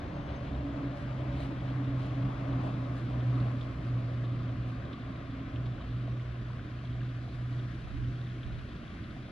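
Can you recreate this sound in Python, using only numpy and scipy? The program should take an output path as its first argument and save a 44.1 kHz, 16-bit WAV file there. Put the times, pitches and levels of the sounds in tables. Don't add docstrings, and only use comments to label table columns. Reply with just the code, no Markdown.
import sys
import numpy as np
from scipy import signal
from scipy.fft import rfft, irfft, next_fast_len
from scipy.io import wavfile
from scipy.ndimage import uniform_filter1d

SR = 44100
rng = np.random.default_rng(int(sys.argv[2]) if len(sys.argv) > 2 else 0)


def file_out(sig):
    cols = np.atleast_2d(sig).T
    lim = np.clip(cols, -1, 1)
    pcm = np.round(lim * 32767).astype(np.int16)
    wavfile.write(sys.argv[1], SR, pcm)


N = 410571
TIME = np.arange(N) / SR

# (time [s], relative level [dB])
PASSAGE = [(0.05, -43.5), (.4, -44), (1.2, -44), (1.6, -44), (2.1, -43.5), (2.66, -40), (2.98, -46.5),
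           (3.38, -44.5), (3.65, -47), (5.25, -49), (6.3, -56), (7.33, -60), (9.25, -65)]


def gain_of(db):
    return 10 ** (np.asarray(db) / 20)


def unit_rms(x):
    return x / np.sqrt(np.mean(x ** 2) + 1e-20)


def curve(rows, axis=1):
    columns = np.transpose(rows)
    return np.interp(TIME, columns[0], columns[axis])


def below_peak(rows):
    level_db = curve(rows)
    return level_db - level_db.max()


def at_hz(rows, hz, axis=1):
    columns = np.transpose(rows)
    return np.interp(np.log(hz + 1), np.log(columns[0] + 1), columns[axis])


def wander(rate_hz):
    size = next_fast_len(N)
    hz = np.fft.rfftfreq(size, 1 / SR)
    spectrum = rfft(rng.standard_normal(size)) * np.exp(-.5 * (hz / rate_hz) ** 2)
    return unit_rms(irfft(spectrum, size)[:N])


def swell(s, length):
    return np.cos(np.pi * np.clip((TIME - s) / length, -.5, .5)) ** 2


def surges(rows):
    return sum(lift_db * swell(s, length) for s, length, lift_db in rows)


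def add(mix, s, sound):
    part = mix[:, max(round(s * SR), 0):][:, :sound.shape[1]]
    part += sound[:, :part.shape[1]]


def noise(colour, patchy_db, flicker_db):
    # (frequency [Hz], coherence, left phase lead [rad], left minus right [dB])
    ports = [(130, 0.96, 0.059, -0.7), (354, 0.97, 0.081, -1.6), (630, 1, 1.1, -1.5), (709, 0.87, 1.27, -2),
             (874, 0.89, 3.35, 1), (1160, 0.75, 6.63, 1), (1480, 0.76, 7.65, 5.5), (1830, 0.074, 5.9, 10.5),
             (2270, 0.22, 5.4, 4.5), (3040, 0.69, 5.93, -1), (3330, 1, 6.5, 0.7), (5600, 0.17, 8.3, -1.5),
             (7840, 0.43, 9.1, -2.5), (8800, 0.14, 9.4, -1.5)]
    frames, hz = N // 512 + 5, np.fft.rfftfreq(2048, 1 / SR)
    a, b, c, d, patches = rng.standard_normal((5, frames, 1025))
    patches = uniform_filter1d(patches, size=7, axis=0)
    patches = unit_rms(uniform_filter1d(patches, size=24, axis=1))
    coherence = np.clip(at_hz(ports, hz), 0, 1)
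    left = a + 1j * b
    right = coherence * left + np.sqrt(1 - coherence ** 2) * (c + 1j * d)
    right *= np.exp(-1j * at_hz(ports, hz, axis=2))
    lean = gain_of(at_hz(ports, hz, axis=3))
    spectra = np.array([left * lean, right]) / np.sqrt(1 + lean ** 2)
    spectra *= gain_of(at_hz(colour, hz) + patchy_db * patches)
    sound = signal.istft(np.swapaxes(spectra, 1, 2), nperseg=2048, noverlap=1536)[1][:, :N]
    return unit_rms(sound * gain_of(flicker_db * wander(44)))


def from_bearing(sound, lift_db):
    band = signal.sosfiltfilt(signal.butter(1, [730, 1000], "band", fs=SR, output="sos"), sound)
    return sound + band * (gain_of(lift_db * np.array([[1], [-.5]])) - 1)


def partial(turns, rough, width_hz):
    scatter = (wander(width_hz) + 1j * wander(width_hz)) / np.sqrt(2)
    paths = np.sqrt(1 - rough ** 2) + rough * scatter
    return np.sqrt(2) * (paths * np.exp(2j * np.pi * turns)).real


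def burst(low_hz, high_hz, decay_s, order):
    t = np.arange(SR // 8) / SR
    hiss = rng.standard_normal(len(t)) + .5 * rng.standard_normal((2, len(t)))
    band = signal.butter(order, [low_hz, high_hz], "band", fs=SR, output="sos")
    return unit_rms(signal.sosfilt(band, hiss)) * np.exp(-t / decay_s) * (1 - np.exp(-t / 0.0017))


def engine_tones(hum_trim_db=-0.9, waver_db=0.85, drone_order=2.185):
    # (time [s], rate [Hz])
    firing_rate = [(0, 133.3), (.6, 130), (1.05, 127.6), (2, 125.9), (2.6, 124.5), (2.9, 122), (3.3, 122.8),
                   (3.8, 120.4), (4.7, 120), (5.1, 119.6), (5.7, 121.6), (8.7, 122.1), (9.31, 124.7)]
    # (time [s], relative level [dB])
    hum_levels = [(0.0, -66), (0.3, -47), (0.48, -41.5), (0.78, -43), (0.88, -35.5), (0.96, -45),
                  (1.04, -36), (1.3, -35), (1.45, -39.5), (1.68, -33.5), (2.25, -31.5), (2.33, -37.5),
                  (2.52, -32), (3.06, -36), (3.28, -27.5), (3.52, -31), (3.77, -39.5), (3.9, -31.5),
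                  (4.76, -35.5), (4.95, -47.5), (5.48, -43), (5.6, -32.5), (5.72, -34), (5.81, -52.5),
                  (5.9, -38.5), (6.03, -32), (6.36, -38.5), (6.46, -36.5), (6.65, -39.5), (6.88, -39.5),
                  (7.1, -34), (7.31, -39.5), (7.43, -36.5), (7.66, -33.5), (7.89, -47.5), (8.02, -34),
                  (8.3, -37), (8.56, -42), (8.76, -70), (8.92, -63), (9.02, -45), (9.3, -49.5)]
    # (time [s], level [dB])
    throb_levels = [(0, -66), (.3, -43.5), (.58, -37.5), (.76, -48), (1.35, -41.5), (1.7, -50.5),
                    (2.2, -46.5), (3.2, -49), (4.2, -45.5), (5.1, -52), (5.8, -44), (6.4, -48.5),
                    (7.6, -50), (8.4, -61), (9.3, -72)]
    # (time [s], length [s], lift [dB])
    drone_surges = [(.05, 0.63, -11.5), (0.775, 0.28, 9.5), (1.37, 0.16, 9), (1.827, 0.18, 8),
                    (2.25, 0.22, 4), (3.3, 0.55, 3), (5.377, 0.46, 5.5), (6.097, .35, 6), (6.62, .3, 5),
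                    (8.023, 0.55, 15)]
    turns = np.cumsum(curve(firing_rate)) / SR
    hum_db = curve(hum_levels) + hum_trim_db + waver_db * wander(rate_hz=3.3)
    drone_db = -42 + 0.95 * below_peak(PASSAGE) + surges(drone_surges)
    hum = gain_of(hum_db) * partial(turns, rough=0.19, width_hz=16)
    throb = gain_of(curve(throb_levels)) * partial(turns / 2, rough=0.75, width_hz=8.2)
    drone = gain_of(drone_db) * partial(drone_order * turns, rough=0.79, width_hz=13.8)
    return hum + throb + drone


def whine():
    # (time [s], pitch [Hz], level [dB])
    arch = [(0, 572, -63), (.25, 568, -55), (.7, 588, -52), (.95, 578, -50), (1.35, 568, -54.5),
            (1.65, 565, -70), (2.2, 560, -100)]
    turns = np.cumsum(curve(arch)) / SR
    return gain_of(curve(arch, axis=2)) * partial(turns, rough=0.83, width_hz=19)


def roar():
    # (frequency [Hz], relative level [dB])
    colour = [(30, -25.5), (95, 0.5), (150, 0.5), (230, -6.5), (295, -1.5), (350, -10.5), (460, -13.5),
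              (590, -8), (900, -16.5), (1250, -21.5), (2200, -25.5), (4000, -37.5), (8000, -57.5),
              (14000, -79.5)]
    # (time [s], length [s], lift [dB])
    roar_surges = [(3.3, 0.82, 3), (5.7, 0.53, 2), (6.22, .6, 3.5)]
    level_db = -38.5 + 0.95 * below_peak(PASSAGE) + surges(roar_surges)
    return gain_of(level_db) * noise(colour, patchy_db=1.5, flicker_db=-0.33)


def whirr(abeam_s=4.1, rise_db_per_s=1, fall_db_per_s=0.5):
    # (frequency [Hz], relative level [dB])
    colour = [(300, -52), (850, -11.5), (1060, 3), (1250, 1.5), (1500, -13.5), (2500, -21.5), (8000, -63.5)]
    beam_db = np.minimum(rise_db_per_s * (TIME - abeam_s), fall_db_per_s * (abeam_s - TIME))
    level_db = -52.5 + 0.67 * below_peak(PASSAGE) + beam_db
    return gain_of(level_db) * noise(colour, patchy_db=2.0, flicker_db=1.5)


def shore():
    # (frequency [Hz], relative level [dB])
    colour = [(20, -16), (48, -1), (90, 0.5), (180, -3.5), (310, -6), (450, -20), (740, -18), (900, -23.5),
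              (1500, -19), (2400, -26), (3500, -29.5), (5000, -38.5), (8400, -53.5), (10200, -52.5),
              (13500, -70.5)]
    # (time [s], treble lift [dB])
    breeze = [(0, -1.5), (1.6, 1), (3.6, 2), (5, -1.5), (6.9, 0.5), (7.4, 2.2), (9.31, 1.5)]
    wash = gain_of(-43.0) * from_bearing(noise(colour, patchy_db=1.0, flicker_db=.5), lift_db=-1.0)
    treble = signal.sosfiltfilt(signal.butter(2, 5000, "high", fs=SR, output="sos"), wash)
    return wash + treble * (gain_of(curve(breeze)) - 1)


def insect(pitch_hz=6330):
    buzz = partial(pitch_hz * TIME, rough=1, width_hz=150) * gain_of(3 * wander(40))
    level_db = curve([(0, -89), (.36, -80), (.46, -100), (.7, -140)])
    return gain_of(level_db) * buzz * gain_of([[1.5], [-1.5]])


def rustles(rise_s=0.028, fall_s=0.068, lift_db=7.5):
    # (time [s], relative level [dB], scrape lift [dB])
    strokes = [(.3, -65.5, -20), (.46, -65.5, -14), (.985, -73, 7), (1.345, -64, -2), (1.412, -63.5, 2),
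               (1.68, -66, -9), (2.01, -63.5, -1), (2.65, -68.5, 3), (2.97, -71, 6), (3.39, -69, -9),
               (3.62, -68, -6), (3.86, -70, -1), (4.69, -69, 0)]
    # (frequency [Hz], relative level [dB])
    colour = [(500, -23.5), (2300, 6.5), (3700, 2), (6000, -14), (10300, -19), (11500, -25), (14000, -34)]
    hiss = noise(colour, patchy_db=1.5, flicker_db=1.0)
    hiss = unit_rms(hiss * gain_of(2.5 * wander(300)))
    scrape = signal.sosfiltfilt(signal.butter(3, 5500, "high", fs=SR, output="sos"), hiss)
    out = np.zeros((2, N))
    for s, db, scrape_db in strokes:
        from_peak = np.maximum((s - TIME) / rise_s, (TIME - s) / fall_s)
        envelope = np.exp(-np.minimum(from_peak, 10) ** 2)
        out += gain_of(db + lift_db) * envelope * (hiss + (gain_of(scrape_db) - 1) * scrape)
    return out


def ticks(faint_count=170, snap_s=.567, snap_hz=11000):
    # (time [s], relative level [dB], pitch [Hz])
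    clear = [(3.40, -56, 3940), (3.61, -50.5, 3600), (4.929, -50, 3470), (5.558, -50.5, 3060),
             (5.657, -55.5, 3600), (6.85, -54, 3400), (7.088, -58, 3583), (7.593, -53, 3300),
             (8.042, -56, 3120), (8.155, -59, 3200), (8.245, -59, 3500), (8.43, -52, 3300),
             (8.585, -59, 3550), (8.877, -56, 3360)]
    faint = [(when * N / SR, -65 + 7 * force, 3700 - 2200 * dullness ** 2)
             for when, force, dullness in rng.random((faint_count, 3))]
    out = np.zeros((2, N))
    for s, db, hz in clear + faint:
        ring = burst(hz * .87, hz * 1.08, decay_s=.007, order=2)
        crack = burst(hz * .6, hz * 1.2, decay_s=.006, order=4)
        add(out, s, gain_of(db) * (gain_of(4) * ring + gain_of(-1.5) * crack))
    add(out, snap_s, gain_of(-71) * burst(snap_hz * 0.78, snap_hz * 1.15, decay_s=.003, order=2))
    return out


def growl(peak_s=3.42, rise_db_per_s=15, fall_db_per_s=48):
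    # (frequency [Hz], relative level [dB])
    colour = [(110, -29), (195, 2), (280, 3), (380, -16.5), (620, -8.5), (800, -17), (2000, -58)]
    level_db = -40.5 + np.minimum(rise_db_per_s * (TIME - peak_s), fall_db_per_s * (peak_s - TIME))
    return gain_of(level_db) * noise(colour, patchy_db=4.0, flicker_db=2.5)


def gusts():
    # (time [s], length [s], relative level [dB])
    buffets = [(3.7, .9, -58), (7.96, 0.43, -41), (8.538, 0.3, -39.5)]
    eddies = rng.standard_normal(N) + .95 * rng.standard_normal((2, N))
    rumble = unit_rms(signal.sosfilt(signal.butter(2, [30, 75], "band", fs=SR, output="sos"), eddies))
    envelope = sum(gain_of(db) * swell(s, length) for s, length, db in buffets)
    return rumble * envelope * gain_of([[-3], [2.5]])


def bubble(hz, decay_cycles=3.8):
    t = np.arange(SR // 8) / SR
    chirp = np.sin(2 * np.pi * hz * t * (1 + 4 * t))
    return chirp * np.exp(-t * hz / decay_cycles) * (1 - np.exp(-t / 0.00031))


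def drips(faint_count=90, shed_count=3, shed_within_s=0.064):
    # (time [s], level [dB], pitch [Hz])
    plops = [(5.665, -48, 900), (5.748, -46, 680), (5.782, -42, 1450), (5.797, -46, 600),
             (5.806, -41, 1100), (5.812, -44, 980), (5.835, -53, 700), (5.859, -51, 1280),
             (6.079, -36.5, 630), (6.197, -41.5, 2080), (6.259, -45, 2000), (6.502, -42, 1010),
             (6.594, -39, 1465), (6.812, -47, 1080), (6.837, -43, 640), (6.953, -46, 700),
             (6.984, -46, 600), (7.015, -37, 1630), (7.030, -47, 1150), (7.277, -42, 680),
             (7.599, -46, 615), (7.873, -43, 1250), (7.875, -44, 676), (7.907, -45, 1290),
             (8.500, -45, 1130), (8.502, -44.5, 577), (8.508, -44, 1400), (9.164, -47, 695),
             (9.254, -46, 589), (9.284, -48, 710)]
    out = np.zeros((2, N))
    for when, pitch, depth, side in rng.random((faint_count, 4)):
        lean_db = 4 * (side - .5) * np.array([[1], [-1]])
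        level_db = -46.5 - 5 * pitch - 6.9 * depth + lean_db
        add(out, when * N / SR, gain_of(level_db) * bubble(560 + 1900 * pitch ** 2))
    for s, db, hz in plops:
        port_gains = gain_of(db + np.array([[1], [-1]]))
        splash = gain_of(-10.5) * burst(hz * 0.7, hz * 1.56, decay_s=0.0034, order=2)
        add(out, s, port_gains * (bubble(hz) + splash))
        for late, pitch in rng.random((shed_count, 2)):
            shed = gain_of(-14) * bubble(hz * 2 ** (.7 * pitch - .5))
            add(out, s + shed_within_s * late, port_gains * shed)
    return out


def scene(cross_s=3.3, cross_ease_s=1.4, start_lift_db=7, end_lift_db=-0.5):
    tones = (engine_tones() + whine()) * gain_of([[-.45], [.45]])
    crossed = .5 + .5 * np.tanh((TIME - cross_s) / cross_ease_s)
    left_lift_db = start_lift_db + (end_lift_db - start_lift_db) * crossed
    engine = tones + from_bearing(roar() + whirr() + growl(), left_lift_db)
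    return engine + shore() + gusts() + rustles() + ticks() + drips() + insect()


def record(dry):
    lowpass = signal.firwin(511, 13500, window=("kaiser", 9), fs=SR)
    return signal.oaconvolve(dry, lowpass[None], "same")


dry = scene()
out = record(dry)
file_out(out)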